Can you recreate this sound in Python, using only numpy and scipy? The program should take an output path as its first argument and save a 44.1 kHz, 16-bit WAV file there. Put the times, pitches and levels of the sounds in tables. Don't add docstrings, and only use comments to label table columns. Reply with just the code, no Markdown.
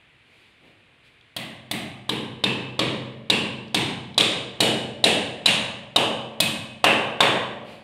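import sys
import numpy as np
from scipy import signal
from scipy.fft import rfft, irfft
from scipy.io import wavfile
from scipy.ndimage import uniform_filter1d

SR = 44100
rng = np.random.default_rng(int(sys.argv[2]) if len(sys.argv) > 2 else 0)


def store_wav(level_fs):
    pcm = np.round(np.clip(np.atleast_2d(level_fs), -1, 1) * 32767)
    wavfile.write(sys.argv[1], SR, pcm.T.astype(np.int16))


N = 345655

# frequency in Hz, relative density in dB per Hz.
HISS_COLOUR = [(20, -26), (50, -8), (80, -8), (125, -1), (170, -10), (300, -9), (650, -15), (1400, -14),
               (2400, -6.5), (3700, -15), (5700, -36.5), (9500, -33), (13000, -50), (16000, -52)]
# frequency in Hz, t60 in seconds.
ROOM_T60 = [(80, 1.76), (210, 0.81), (560, 1.16), (1470, 0.84), (2700, 0.75), (4000, 0.67), (9000, 0.56),
            (15000, 0.28)]
# frequency in Hz, level in dB, t60 in seconds.
ROOM_MODES = [(127.6, -57.5, 1.24), (196.7, -64, 1.45), (222.6, -63.5, 2.2), (318, -53.5, 0.37),
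              (411, -66, 0.59), (457, -55, 0.71), (499, -61.5, 0.47), (555.4, -57.5, 1.15), (667, -84, 0.9),
              (715, -65.5, 1.5), (1140, -59.5, 0.87)]
# delay after the blow in seconds, level in dB.
ECHOES = [(0.0215, -14), (0.0288, -16)]
# centre in seconds, width between 1/e points in seconds,
# dull rub level in dB, swish level in dB.
SHIFTS = [(0.388, 0.26, -66, -61), (0.666, 0.1, -54.5, -63), (1.067, 0.064, -68, -58.5),
          (7.712, 0.12, -48.5, -49)]
# frequency in Hz, relative density in dB.
RUB_COLOUR = [(40, -18), (130, 2.5), (600, -3.0), (1300, -18), (3500, -24), (6000, -47)]
SWISH_COLOUR = [(500, -20), (2500, 13), (4600, 3.5), (5600, -10.5), (10000, -9.0), (15000, -26)]
# start in seconds, level in dB, centre in Hz.
KNOCKS = [(1.21, -18, 3570), (3.68, -18, 4540), (4.143, -6, 3830), (4.208, 23.5, 3500), (6.765, -13, 2590)]
# start in seconds, push in dB, contact time in ms, steel click in dB,
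# click tilt in dB per octave, strip clack in dB, nail ring in Hz, its width in Hz, its boost in dB.
BLOWS = [(1.3644, -7, 2.2, -10, 1, -22, 1960, 150, 7), (1.7122, -1.7, 2.05, -7.5, 3, -23.5, 2080, 200, 5.5),
         (2.0923, -1, 1.48, -5.5, -1, -18, 3160, 130, 5), (2.4382, 1, 1.42, -1.2, -2.5, -16.5, 2646, 55, 9),
         (2.7919, 2, 1.28, 0.5, -3, -34, 2630, 100, -4), (3.2996, 1.5, 1.43, 1.5, -0.4, -16, 2750, 80, 8),
         (3.7448, 2.5, 1.67, 1.5, 1, -25, 3600, 80, 4.5), (4.1784, 0, 1.15, 5.5, 1.4, -20, 3700, 120, 4),
         (4.6042, 1.9, 0.89, 3.5, 2.9, -21.5, 2920, 100, 3.5), (5.0402, 2, 0.86, 5, 2.2, -18, 2720, 90, 5),
         (5.4584, 2, 2.47, 6.5, 1.4, -18, 2820, 120, 4), (5.9608, -1.8, 0.48, 0.9, .7, -19, 2900, 280, 5),
         (6.4023, 1.5, 2.32, 0.1, 5.5, -28, 2545, 35, 11.5),
         (6.8415, 0.2, 0.25, 0.4, 1, -27, 2850, 380, 7.5), (7.205, .3, 0.21, 2, .5, -20.5, 3540, 201, 4.5)]
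# frequency in Hz, gain in dB.
STRIP_GAIN = [(30, -3.5), (75, 11.5), (125, 25), (200, 26.5), (600, 24), (1050, 19), (1350, 12.5),
              (2300, 19), (2600, 21.5), (3800, 19.5), (4600, 6.5), (6000, -2), (8800, 2), (15000, -21.5)]
# frequency in Hz, gain in dB.
DIRECT_GAIN = [(100, -9.5), (350, -18), (600, -4), (1500, -5), (2800, -11.5), (3300, -1.5), (4800, 3),
               (8000, 0), (14000, 5.5)]
# frequency in Hz, level in dB, t60 in seconds.
STRIP_MODES = [(3515, -38, .028), (4000, -13, 0.041)]
# frequency in Hz, gain in dB.
PUSH_GAIN = [(150, 1.5), (400, 4), (800, 10), (1600, 13), (3000, 7.5)]
CLICK_GAIN = [(200, -20.5), (700, -6), (1500, -3), (3000, 0)]
# frequency in Hz, change in dB per dB of click.
ROUNDING = [(4000, 0), (7000, 0.31), (10000, -0.08), (14000, -1)]

HISS_DB, TOP_HZ = -57.5, 15700
TILT_FROM_HZ = 2900
RELEASE_SHARE, RELEASE_NOTCHES = 0.53, 1
SONG_DB, SONG_CYCLES = -41, 28
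OVERTONE_HZ, OVERTONE_WIDTH_HZ, OVERTONE_MAX_DB = 11800, 130, 8
CLACK_HZ, CLACK_HZ_PER_DB = 3684, 47
DIRECT_DB, DIRECT_DB_PER_DB = 1.5, -0.64
GRIT_RISE_S = .0003
CLACK_RISE_S = 0.00076


def undb(db):
    return 10 ** (np.asarray(db) / 20)


def curve(points, hz):
    points_hz, values = np.transpose(points)
    return np.interp(np.log(hz + 1e-3), np.log(points_hz), values)


def bins(size):
    return np.arange(size // 2 + 1) * SR / size


def response(db):
    cepstrum = irfft(np.log(undb(db)))
    half = len(cepstrum) // 2
    cepstrum[1:half] *= 2
    cepstrum[half + 1:] = 0
    return irfft(np.exp(rfft(cepstrum)))


def noise(points):
    spectrum = rfft(rng.standard_normal(N))
    coloured = irfft(spectrum * undb(curve(points, bins(N))), N)
    return coloured / coloured.std()


def ring(modes, t_s):
    total = 0
    for hz, db, t60_s in modes:
        total = total + undb(db - 60 * t_s / t60_s) * np.sin(2 * np.pi * (hz * t_s + rng.random()))
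    return total


def even(x, width_hz):
    size = 2 * len(x)
    spectrum = rfft(x, size)
    power = uniform_filter1d(np.abs(spectrum) ** 2, max(3, int(width_hz * size / SR)))
    return irfft(spectrum / np.sqrt(power))[:len(x)]


def add(out, start_s, x):
    i = int(start_s * SR)
    out[i:i + len(x)] += x[:max(0, len(out) - i)]


def hiss():
    return undb(HISS_DB) * noise(HISS_COLOUR)


def room(build_s):
    t_s = np.arange(3 * SR // 2) / SR
    hz, frame_s, cells = signal.stft(rng.standard_normal(len(t_s)), SR, nperseg=512)
    fade = undb(-60 * frame_s / curve(ROOM_T60, hz)[:, None])
    tail = signal.istft(cells * fade, SR)[1][:len(t_s)]
    swell = 1 - np.exp(-t_s / build_s)
    return even(tail * swell, width_hz=78) + ring(ROOM_MODES, t_s) * swell


def chatter(t_s, hold_s, decay_s, split_hz):
    envelope = np.exp(-np.maximum(t_s - hold_s, 0) / decay_s) * (1 - np.exp(-t_s / GRIT_RISE_S))
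    grit = even(rng.standard_normal(len(t_s)) * envelope, width_hz=2000)
    impulse = 1. * (t_s == 0)
    low = signal.sosfilt(signal.butter(2, split_hz, fs=SR, output="sos"), impulse)
    high = signal.sosfilt(signal.butter(2, split_hz, "high", fs=SR, output="sos"), grit)
    return low + high


def handling(walls):
    out, hz, t_s = np.zeros(N), bins(size=1024), np.arange(N) / SR
    for start_s, db, centre_hz in KNOCKS:
        detuning = 3.5 * (hz / centre_hz - centre_hz / (hz + 100))
        knock = response(db - 20 * np.log10(1 + detuning ** 2))
        rattle = chatter(t_s[:len(knock)], hold_s=.002, decay_s=0.0026, split_hz=1200)
        add(out, start_s, signal.fftconvolve(knock, rattle))
    rub, swish = noise(RUB_COLOUR), noise(SWISH_COLOUR)
    for centre_s, width_s, rub_db, swish_db in SHIFTS:
        envelope = np.exp(-(2 * (t_s - centre_s) / width_s) ** 2)
        out += envelope * (undb(rub_db) * rub + undb(swish_db) * swish)
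    return undb(0.5) * out + undb(-2.5) * signal.fftconvolve(out, walls)[:N]


def ripple(hz, spacing_hz):
    grid_hz = np.arange(0, SR / 2, spacing_hz)
    heights = rng.standard_normal(len(hz))[:len(grid_hz)]
    return np.interp(hz, grid_hz, heights) * np.clip((hz - 900) / 5000, 0, 1) ** .5


def contact(hz, push_db, contact_ms, click_db, tilt_db):
    cycles = hz * contact_ms / 1000
    push = undb(push_db + curve(PUSH_GAIN, hz)) * np.sinc(cycles)
    tilt = tilt_db * np.log2(np.maximum(hz / TILT_FROM_HZ, 1))
    click = undb(click_db + curve(CLICK_GAIN, hz) + tilt + click_db * curve(ROUNDING, hz))
    release = 1 - RELEASE_SHARE * np.cos(2 * np.pi * cycles) * np.exp(-cycles / RELEASE_NOTCHES)
    return 10 * np.log10(push ** 2 + click ** 2 * release)


def nail_resonance(hz, nail_hz, width_hz, boost_db, tilt_db):
    main = boost_db / (1 + ((hz - nail_hz) / width_hz) ** 4)
    overtone_db = OVERTONE_MAX_DB * np.clip(tilt_db / 2, 0, 1)
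    return main + overtone_db / (1 + ((hz - OVERTONE_HZ) / OVERTONE_WIDTH_HZ) ** 2)


def strip_clack(t_s, clack_db, click_db):
    clack_hz = CLACK_HZ + CLACK_HZ_PER_DB * click_db
    swell = 1 - np.exp(-t_s / CLACK_RISE_S)
    clack = undb(clack_db) * swell * ring(STRIP_MODES + [(clack_hz, -15, .02)], t_s)
    add(clack, .004, undb(clack_db + 4.5) * ring([(clack_hz, -15, .018)], t_s))
    return clack


def hammer(walls):
    out, hz = np.zeros(N), bins(size=4096)
    t_s, song_t_s = np.arange(2 * len(hz) - 2) / SR, np.arange(SR) / SR
    straight = response(curve(DIRECT_GAIN, hz))
    strip = curve(STRIP_GAIN, hz) + 1.1 * ripple(hz, spacing_hz=160)
    for start_s, push_db, contact_ms, click_db, tilt_db, clack_db, nail_hz, width_hz, boost_db in BLOWS:
        colour = contact(hz, push_db, contact_ms, click_db, tilt_db) + 2.4 * ripple(hz, spacing_hz=120)
        blow = response(strip + colour + nail_resonance(hz, nail_hz, width_hz, boost_db, tilt_db))

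        rattle = chatter(t_s, hold_s=0.0028, decay_s=0.0062, split_hz=820)
        near = signal.fftconvolve(straight, rattle)[:len(t_s)] + strip_clack(t_s, clack_db, click_db)
        direct_db = DIRECT_DB + DIRECT_DB_PER_DB * max(click_db, 0)
        add(out, start_s, undb(direct_db) * signal.fftconvolve(blow, near))

        song = (nail_hz, click_db + boost_db + SONG_DB, SONG_CYCLES / width_hz)
        add(out, start_s, ring([song], song_t_s))

        for lag_s, echo_db in ECHOES:
            echo = chatter(t_s, hold_s=0.0068, decay_s=0.0037, split_hz=610)
            add(out, start_s + lag_s, undb(echo_db) * signal.fftconvolve(blow, echo))

        tail = undb(-2.0) * walls + undb(-5) * room(build_s=0.027)
        add(out, start_s, signal.fftconvolve(blow, tail))
    return out


def scene():
    walls = room(build_s=0.018)
    return (hiss() + handling(walls) + hammer(walls))[None]


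def record(dry):
    rounded = dry / (1 + (dry / .88) ** 6) ** (1 / 6)
    return signal.sosfilt(signal.ellip(10, .2, 90, TOP_HZ, fs=SR, output="sos"), rounded)


dry = scene()
out = record(dry)
store_wav(out)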